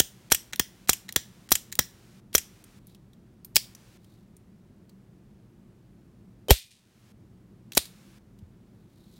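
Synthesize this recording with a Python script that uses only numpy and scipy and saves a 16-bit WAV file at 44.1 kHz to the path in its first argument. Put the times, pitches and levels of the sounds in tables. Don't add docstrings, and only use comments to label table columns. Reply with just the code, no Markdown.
import sys
import numpy as np
from scipy import signal
from scipy.fft import rfft, irfft, next_fast_len
from scipy.io import wavfile
from scipy.ndimage import uniform_filter1d, minimum_filter1d

SR = 44100
rng = np.random.default_rng(int(sys.argv[2]) if len(sys.argv) > 2 else 0)


def generate_wav(signal):
    frames = np.transpose(np.atleast_2d(signal))
    scaled = np.clip(frames, -1, 1) * 32767
    pcm = np.round(scaled).astype(np.int16)
    wavfile.write(sys.argv[1], SR, pcm)


N = 405261

# catch in seconds, level in dB, level of the high ring in dB,
# lead of the pawl in seconds, pawl level in dB, pawl brightness in dB per octave, chamber pitch in Hz.
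COCKINGS = [(.0003, -9, -21.5, 0.057, -25, 0, 6700), (0.596, -12.5, -8, 0.063, -25, -1, 1930),
            (1.161, -12, -26, .07, -29.5, -0.5, 1803), (1.7904, -10, -18.5, 0.065, -26.5, 3, 1813)]
# start in seconds, level in dB, brightness in dB per octave, level of the high ring in dB.
THUMB_COCKINGS = [(3.5586, -12, 0.5, 0), (3.5654, -5, -.5, -30)]
# hit in seconds, level in dB,
# brightness of the bounces in dB per octave, travel before the stop in seconds, then the delays of
# the first and second bounce after the hit in seconds.
FORWARD_RETURNS = [(0.3196, -10, 1.5, 0.018, 0.0017, 0.005), (0.8935, -10.5, 1.5, 0.019, .0021, .0048),
                   (1.5185, -9.5, 3.5, 0.029, 0.0021, 0.0055), (2.3505, -10.5, 1.5, 0.021, .0017, .0048),
                   (7.7729, -11, -0.5, 0.0095, 0.0035, 0.0048)]
# start in seconds, level in dB, brightness in dB per octave.
HAMMER_FALLS = [(6.5071, 5, -1.5), (6.512, 6, 1)]
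# frequency in Hz, level in dB.
LIGHT_COLOUR = [(200, -20), (1200, -13.5), (1800, -3), (7000, -1), (15000, -3)]


def amp(db):
    return 10 ** (np.asarray(db) / 20)


def unit(x):
    return x / np.sqrt(np.sum(x ** 2) + 1e-20)


def read(points, hz):
    f, value = np.transpose(points)
    return np.interp(np.log(hz + 1), np.log(f + 1), value)


def add(mix, s, sound):
    part = mix[max(round(s * SR), 0):][:len(sound)]
    part += sound[:len(part)]


def tint(x, colour, bright_db, size=2048):
    hz = abs(np.fft.fftfreq(size, 1 / SR))
    octaves = np.log2(np.maximum(hz, 500) / 4000)
    log_gain = np.log(amp(read(colour, hz) + bright_db * octaves))
    taps = np.fft.ifft(np.exp(np.conj(signal.hilbert(log_gain)))).real
    return signal.oaconvolve(x, taps[:size // 2])[:len(x)]


def ring(t, hz, t60):
    return np.sin(2 * np.pi * hz * t) * amp(-60 * t / t60)


def cluster(t, hz, t60, spread, count=14):
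    detune, phase = rng.uniform(-1.0, 1, (2, count, 1))
    partials = np.sin(2 * np.pi * hz * (1 + spread * detune) * t + np.pi * phase).sum(0)
    return unit(partials * amp(-60 * t / t60)) * np.linalg.norm(ring(t, hz, t60))


def around(hz):
    # multiple of the pitch, level in dB.
    part_colour = [(.15, -21), (.7, -12), (1, -0.5), (1.3, -9), (3.999, -13)]
    return [(hz * ratio, db) for ratio, db in part_colour]


def room_tone():
    # frequency in Hz, relative level in dB per Hz.
    air_colour = [(20, -23.5), (45, -4.5), (80, -8.5), (120, 0.5), (150, -7), (190, 0.5), (280, -13),
                  (345, -10), (450, -20), (800, -28), (3300, -40), (15000, -48.5)]
    level_db = -54
    size = next_fast_len(N, real=True)
    gain = amp(read(air_colour, np.fft.rfftfreq(size, 1 / SR)))
    noise = irfft(rfft(rng.standard_normal(size)) * gain, size)[:N]
    return amp(level_db) * np.sqrt(N) * unit(noise)


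def room(x, size=256, order=3):
    # frequency in Hz, level in dB.
    tail_colour = [(100, -25), (500, -31), (1110, -28.5), (1900, -20.5), (3660, -16.5), (5300, -17.5),
                   (6600, -19), (9200, -18), (15500, -21)]
    tail_t60_s = 0.26
    echo_s, echo_db = 0.014, -25
    hz, _, z = signal.stft(x, SR, nperseg=size)
    fed = abs(uniform_filter1d(abs(z) ** 2, order, axis=0))
    tail_db = read(tail_colour, hz)
    keep = amp(-60 * size / SR / tail_t60_s)
    stored = signal.lfilter([0, 0, 1 - keep], [1, -keep], fed)
    noise = signal.stft(rng.standard_normal(N), SR, nperseg=size)[2]
    field = noise / np.std(noise) * np.sqrt(stored) * amp(tail_db)[:, None]
    out = signal.istft(field, SR, nperseg=size)[1][:N]
    add(out, echo_s, amp(echo_db) * x)
    return out


def fingers(grain_db=3.0, hz=3900):
    # peak in seconds, level in dB, swell and fade in dB per second.
    rubs = [(2.9, -64, 199), (4.119, -69.5, 81.5), (9.19, -63, 42.5)]
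    t = np.arange(N) / SR
    level = sum(amp(db - slope * abs(t - s)) for s, db, slope in rubs)
    grain = unit(uniform_filter1d(rng.standard_normal(N), size=300)) * np.sqrt(N)
    rustle = tint(rng.standard_normal(N) * amp(grain_db * grain), around(hz), 0)
    return level * unit(rustle) * np.sqrt(N)


def grip(attack_cycles=0.13, stiff_cycles=0.13):
    # start in seconds, level in dB, frequency in Hz, 60 dB decay in seconds.
    knocks = [(6.4841, -24, 531.7, .025), (6.4939, -17.5, 420, 0.091), (6.506, 0, 401.4, 0.051),
              (6.5072, 4.5, 540.3, 0.034), (6.5083, 1, 635.5, .045), (6.5115, 18, 54.27, .062),
              (7.773, -15.5, 518, 0.0067), (8.425, -34.5, 86, 0.115)]
    out, t = np.zeros(N), np.arange(SR // 4) / SR
    for s, db, hz, t60 in knocks:
        onset = 1 - np.exp(-t * hz / attack_cycles)
        cycles = hz * t + stiff_cycles * onset
        add(out, s, -amp(db - 60 * t / t60) * onset * np.sin(2 * np.pi * cycles))
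    return out


def rattle(taps_db=0.5, count=70):
    # start in seconds, level in dB, 60 dB decay in seconds.
    rattles = [(6.518, -13.5, .26), (6.707, -44.5, .36), (7.785, -39, 0.23)]
    # frequency in Hz, level in dB.
    loose_colour = [(1300, -25), (1800, -8), (3600, 2.5), (7500, -6), (9400, -3), (10500, -12.5),
                    (15000, -18.5)]
    taps_per_s = 550
    out, t = np.zeros(N), np.arange(SR // 2) / SR
    for s, db, t60 in rattles:
        detune, phase = rng.uniform(-1, 1, (2, count, 1))
        hz = np.geomspace(1600, 14500, count)[:, None] * (1 + .015 * detune)
        coil = (np.sqrt(hz) * np.sin(2 * np.pi * hz * t + np.pi * phase)).sum(0)
        taps = rng.standard_normal(len(t)) * (rng.random(len(t)) < taps_per_s / SR)
        shiver = unit(tint(unit(coil) + amp(taps_db) * unit(taps), loose_colour, 0))
        add(out, s, amp(db - 60 * t / t60) * shiver * np.sqrt(len(t)))
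    return out


def mainspring(db=-22, hz=3080):
    # frequency in Hz, level in dB.
    spring_modes = [(2433, -31), (3634, -27), (12910, -18)]
    flight_s, lowest_t60_s = 0.0228, 0.4
    out, lands = np.zeros(N), HAMMER_FALLS[0][0]
    t = np.arange(int(flight_s * SR)) / SR
    add(out, lands - flight_s, amp(db) * t / flight_s * np.sin(2 * np.pi * hz * t))
    t = np.arange(SR // 2) / SR
    for mode_hz, mode_db in spring_modes:
        t60 = lowest_t60_s * np.sqrt(spring_modes[0][0] / mode_hz)
        add(out, lands, amp(mode_db) * cluster(t, mode_hz, t60, spread=0.009))
    return out


def cylinder(clank_db=-6.0, clank_t60=.016):
    # frequency in Hz, level relative to the blow in dB.
    cylinder_modes = [(5120, -30), (5730, -25.5)]
    chamber_db, ring_t60_s = -32, 0.21
    out, t = np.zeros(N), np.arange(SR // 3) / SR
    for s, db, *_, hz in COCKINGS:
        clank = amp(db + clank_db) * ring(t, hz, clank_t60)
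        afterring = amp(db + chamber_db) * cluster(t, hz, ring_t60_s, spread=0.075)
        add(out, s, clank + afterring)
    for s, db, *_ in COCKINGS[1:] + FORWARD_RETURNS[:-1] + THUMB_COCKINGS[:1]:
        for hz, mode_db in cylinder_modes:
            add(out, s, amp(db + mode_db) * cluster(t, hz, ring_t60_s, spread=0.035))
    return out


def high_rings(rows):
    out, t = np.zeros(N), np.arange(SR // 20) / SR
    sound = ring(t, 15520, 0.0082) * (1 - np.exp(-t / .0005))
    for s, db in rows:
        add(out, s, amp(db) * sound)
    return out


def sliding(stops, level_db, length):
    out, size = np.zeros(N), int(length * SR)
    for s, db, bright_db in stops:
        scrape = tint(rng.standard_normal(size) * np.linspace(0, 1, size), LIGHT_COLOUR, bright_db)
        add(out, s - size / SR, amp(db + level_db) * unit(scrape) * np.sqrt(size))
    return out


def blows(rows, colour, spike_db, modes_db, chatter_t60, thump_db=-33, size=4096):
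    # frequency in Hz, level in dB, 60 dB decay in seconds.
    steel_modes = [(1823, -10, 0.047), (3290, -1, 0.032), (3830, 1, 0.01), (5800, 4.5, 0.009),
                   (6843, 1, 0.01), (9080, 3.5, 0.019), (12450, -0.5, 0.024)]
    out, t = np.zeros(N), np.arange(size) / SR
    modes = [(-1) ** k * amp(db) * ring(t, hz, t60) for k, (hz, db, t60) in enumerate(steel_modes)]
    frame = unit(sum(modes))
    thump = -amp(thump_db) * ring(t, hz=72.5, t60=0.082)
    small_parts = signal.butter(2, 600, "high", fs=SR, output="sos")
    for s, db, bright_db in rows:
        fading_noise = rng.standard_normal(size) * amp(-60 * t / chatter_t60)
        chatter = unit(signal.sosfilt(small_parts, fading_noise))
        spike = amp(spike_db) * (t == 0)
        blow = tint(chatter + amp(modes_db) * frame - spike, colour, bright_db)
        add(out, s, amp(db) * (unit(blow) * np.sqrt(.002 * SR) + thump))
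    return out


def ticking():
    # start in seconds, level in dB, pitch of the part in Hz.
    slips = [(7.7202, -34.5, 2750), (7.7329, -39.5, 4000), (7.7503, -29, 6900)]
    # start in seconds, level in dB, pitch of the part in Hz.
    stray_ticks = [(2.6402, -45.5, 9340), (2.87, -48, 11300), (2.948, -50.5, 3150), (3.133, -55.5, 3670),
                   (3.4471, -36, 12200), (3.643, -44.5, 3400), (3.7499, -41, 5870), (4.0445, -55, 3400),
                   (4.3668, -50.5, 9200), (4.8944, -54, 4380), (6.4842, -30.5, 3084), (6.586, -25, 12800),
                   (7.855, -38, 4340), (8.389, -58, 3300)]
    return sum(blows([(s, db, 0)], around(hz), spike_db=-12, modes_db=-12, chatter_t60=0.032)
               for s, db, hz in slips + stray_ticks)


def resetting():
    # start in seconds, level in dB.
    resets = [(0.3475, -15), (0.9319, -17), (1.5542, -14.5), (2.381, -16)]
    # frequency in Hz, level in dB.
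    snap_colour = [(1200, -17), (1800, -7), (3000, -0.5), (4300, -13.5), (7300, 2), (8400, -3), (11000, -9),
                   (12600, -1.5), (14200, -9), (15500, -10.5)]
    snaps = [(s, db, 0) for s, db in resets]
    return blows(snaps, snap_colour, spike_db=-5.5, modes_db=-12.0, chatter_t60=0.025)


def returning():
    # share of the travel still to go, level in dB, brightness in dB per octave.
    passing_parts = [(0.98, -41, -3.5), (0.37, -24.5, 4)]
    # frequency in Hz, level in dB.
    hit_colour = [(30, -24), (150, 2), (580, 3.5), (1100, -3), (2300, -2), (3200, -11.5), (9000, -9.5),
                  (10300, -11.5), (12400, -0.5), (13400, -9.5), (15500, -15)]
    # frequency in Hz, level in dB.
    action_colour = [(30, -16.5), (300, 5), (1100, -13), (1900, -11), (3400, -1), (5000, -6.5), (5800, 4.5),
                     (6900, -1), (9200, -3.5), (10200, -9.5), (12500, -2.5), (14300, -12), (15500, -7)]
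    # frequency in Hz, level in dB.
    lone_trigger_colour = [(30, -17), (300, 1.5), (1500, -13.5), (3500, -1), (5300, -4), (9200, 2),
                           (10500, -5), (15500, -5.5)]
    first_db, second_db = 1.5, 0.5
    ticks, stops, bounces = [], [], np.zeros(N)
    for s, db, bright_db, travel, first, second in FORWARD_RETURNS:
        ticks += [(s - share * travel, tick_db, tilt_db) for share, tick_db, tilt_db in passing_parts]
        stops.append((s, db, 0))
        pair = [(s + first, db + first_db, bright_db), (s + second, db + second_db, bright_db)]
        hammer_is_down = s > HAMMER_FALLS[0][0]
        colour = lone_trigger_colour if hammer_is_down else action_colour
        bounces += blows(pair, colour, spike_db=-6.0, modes_db=-8.0, chatter_t60=.015, thump_db=-25.5)
    passing = blows(ticks, LIGHT_COLOUR, spike_db=-7.5, modes_db=-7.0, chatter_t60=0.036)
    hits = blows(stops, hit_colour, spike_db=0.5, modes_db=-8.5, chatter_t60=0.013, thump_db=-23.0)
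    scrapes = sliding(stops, level_db=-17.5, length=0.0018) + sliding(stops, level_db=-32, length=0.017)
    return passing + bounces + hits + scrapes


def cocking():
    # delay in seconds, relative level in dB, brightness in dB per octave.
    sear_snaps = [(0, 0, 1.5), (.002, 1.5, -1)]
    # frequency in Hz, level in dB.
    sear_colour = [(30, -33), (150, 7), (560, -0.5), (900, -6.5), (1800, -2.5), (2400, -6), (3400, 1),
                   (4700, -6), (5800, 2), (7000, -0.5), (11000, -7.5), (15500, -1.5)]
    # frequency in Hz, level in dB.
    ratchet_colour = [(1300, -9.5), (1800, 0.5), (2800, -4.5), (3500, -4.5), (4000, 2.5), (4500, -10),
                      (7000, -3.5), (10200, -13.5)]
    touch_lead_s, touch_db = 0.007, -15.5
    lock_lead_s, lock_db, lock_bright_db = 0.0362, -30, 3
    pawl, locks, catches, highs = [], [], [], []
    for s, db, high_db, lead, pawl_db, bright_db, _ in COCKINGS:
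        if s > lead:
            pawl.append((s - lead - touch_lead_s, pawl_db + touch_db, bright_db))
            pawl.append((s - lead, pawl_db, bright_db))
            locks.append((s - lock_lead_s, lock_db, lock_bright_db))
        catches += [(s + delay, db + more_db, tilt_db) for delay, more_db, tilt_db in sear_snaps]
        highs.append((s, high_db))
    return (blows(pawl, ratchet_colour, spike_db=-9, modes_db=-11.5, chatter_t60=0.025)
            + blows(locks, LIGHT_COLOUR, spike_db=-11.5, modes_db=-9.0, chatter_t60=0.011)
            + blows(catches, sear_colour, spike_db=-3.5, modes_db=-8.5, chatter_t60=0.017, thump_db=-24.5)
            + high_rings(highs))


def thumb_cocking():
    # frequency in Hz, level in dB.
    damped_colour = [(30, -28), (150, -6), (600, -4.5), (1100, -12.5), (3500, -1.5), (5100, 4), (10500, -5),
                     (13000, -1.5), (15500, -3)]
    rows = [row[:3] for row in THUMB_COCKINGS]
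    snaps = blows(rows, damped_colour, spike_db=-5.0, modes_db=-7.5, chatter_t60=0.019)
    scrape = sliding(rows[:1], level_db=-34.5, length=0.013)
    return snaps + scrape + high_rings([(s, high_db) for s, _, _, high_db in THUMB_COCKINGS])


def dry_firing():
    # frequency in Hz, level in dB.
    strike_colour = [(80, -17.5), (600, -6.5), (1050, -14), (2300, -4), (3700, -3.5), (9200, -5.5),
                     (11000, -9), (12900, 0.5), (14000, -7.5)]
    strikes = blows(HAMMER_FALLS, strike_colour, spike_db=2.0, modes_db=-4.5, chatter_t60=0.11, thump_db=-24)
    return strikes + sliding(HAMMER_FALLS[:1], level_db=-34.5, length=0.013)


def lockwork():
    return ticking() + resetting() + returning() + cocking() + thumb_cocking() + dry_firing()


def scene():
    steel = rattle() + mainspring() + cylinder() + lockwork()
    return (room_tone() + room(steel) + fingers() + grip() + steel)[None]


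def hiss_gate(x, open_db=-51, hold=0.4006, order=7):
    size = int(hold * SR) // 2 * 2 + 1
    heard = signal.sosfilt(signal.butter(2, [2000, 6000], "band", fs=SR, output="sos"), x)
    level = uniform_filter1d(heard ** 2, size=700)
    onset = (level > amp(open_db) ** 2) & (level > 2 * np.roll(level, 700))
    is_open = -minimum_filter1d(-1. * onset, size, origin=size // 2, mode="constant")
    lift = [(300, -2.0), (2500, 11.0), (6000, 13), (14000, 10.0)]  # (Hz, dB more when open)
    hz, t, z = signal.stft(x, SR, nperseg=256)
    power = uniform_filter1d(uniform_filter1d(abs(z) ** 2, order, axis=0), order, axis=1)
    floor = np.median(power, axis=1, keepdims=True)
    extra = (amp(read(lift, hz)) ** 2 - 1)[:, None] * np.interp(t, np.arange(N) / SR, is_open)
    z = z * np.sqrt(abs(1 + extra * floor / np.maximum(power, floor)))
    return signal.istft(z, SR, nperseg=256)[1][:N]


def limiter(x, recovery_db_per_s=25):
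    ceiling_db = -9
    power_db = 10 * np.log10(abs(uniform_filter1d(x ** 2, size=400)) + 1e-12)
    fall = np.arange(N) / SR * recovery_db_per_s
    duck_db = np.maximum.accumulate(np.maximum(power_db - ceiling_db, 0) + fall) - fall
    return x * amp(-np.concatenate([np.zeros(110), duck_db])[:N])


def record(dry):
    x = signal.sosfilt(signal.butter(1, 22, "high", fs=SR, output="sos"), dry[0])
    x = np.clip(limiter(hiss_gate(x)), -1, 1)
    band_limit = signal.firwin(301, 16050, window=("kaiser", 8), fs=SR)
    return signal.oaconvolve(x, band_limit, "same")[None]


dry = scene()
out = record(dry)
generate_wav(out)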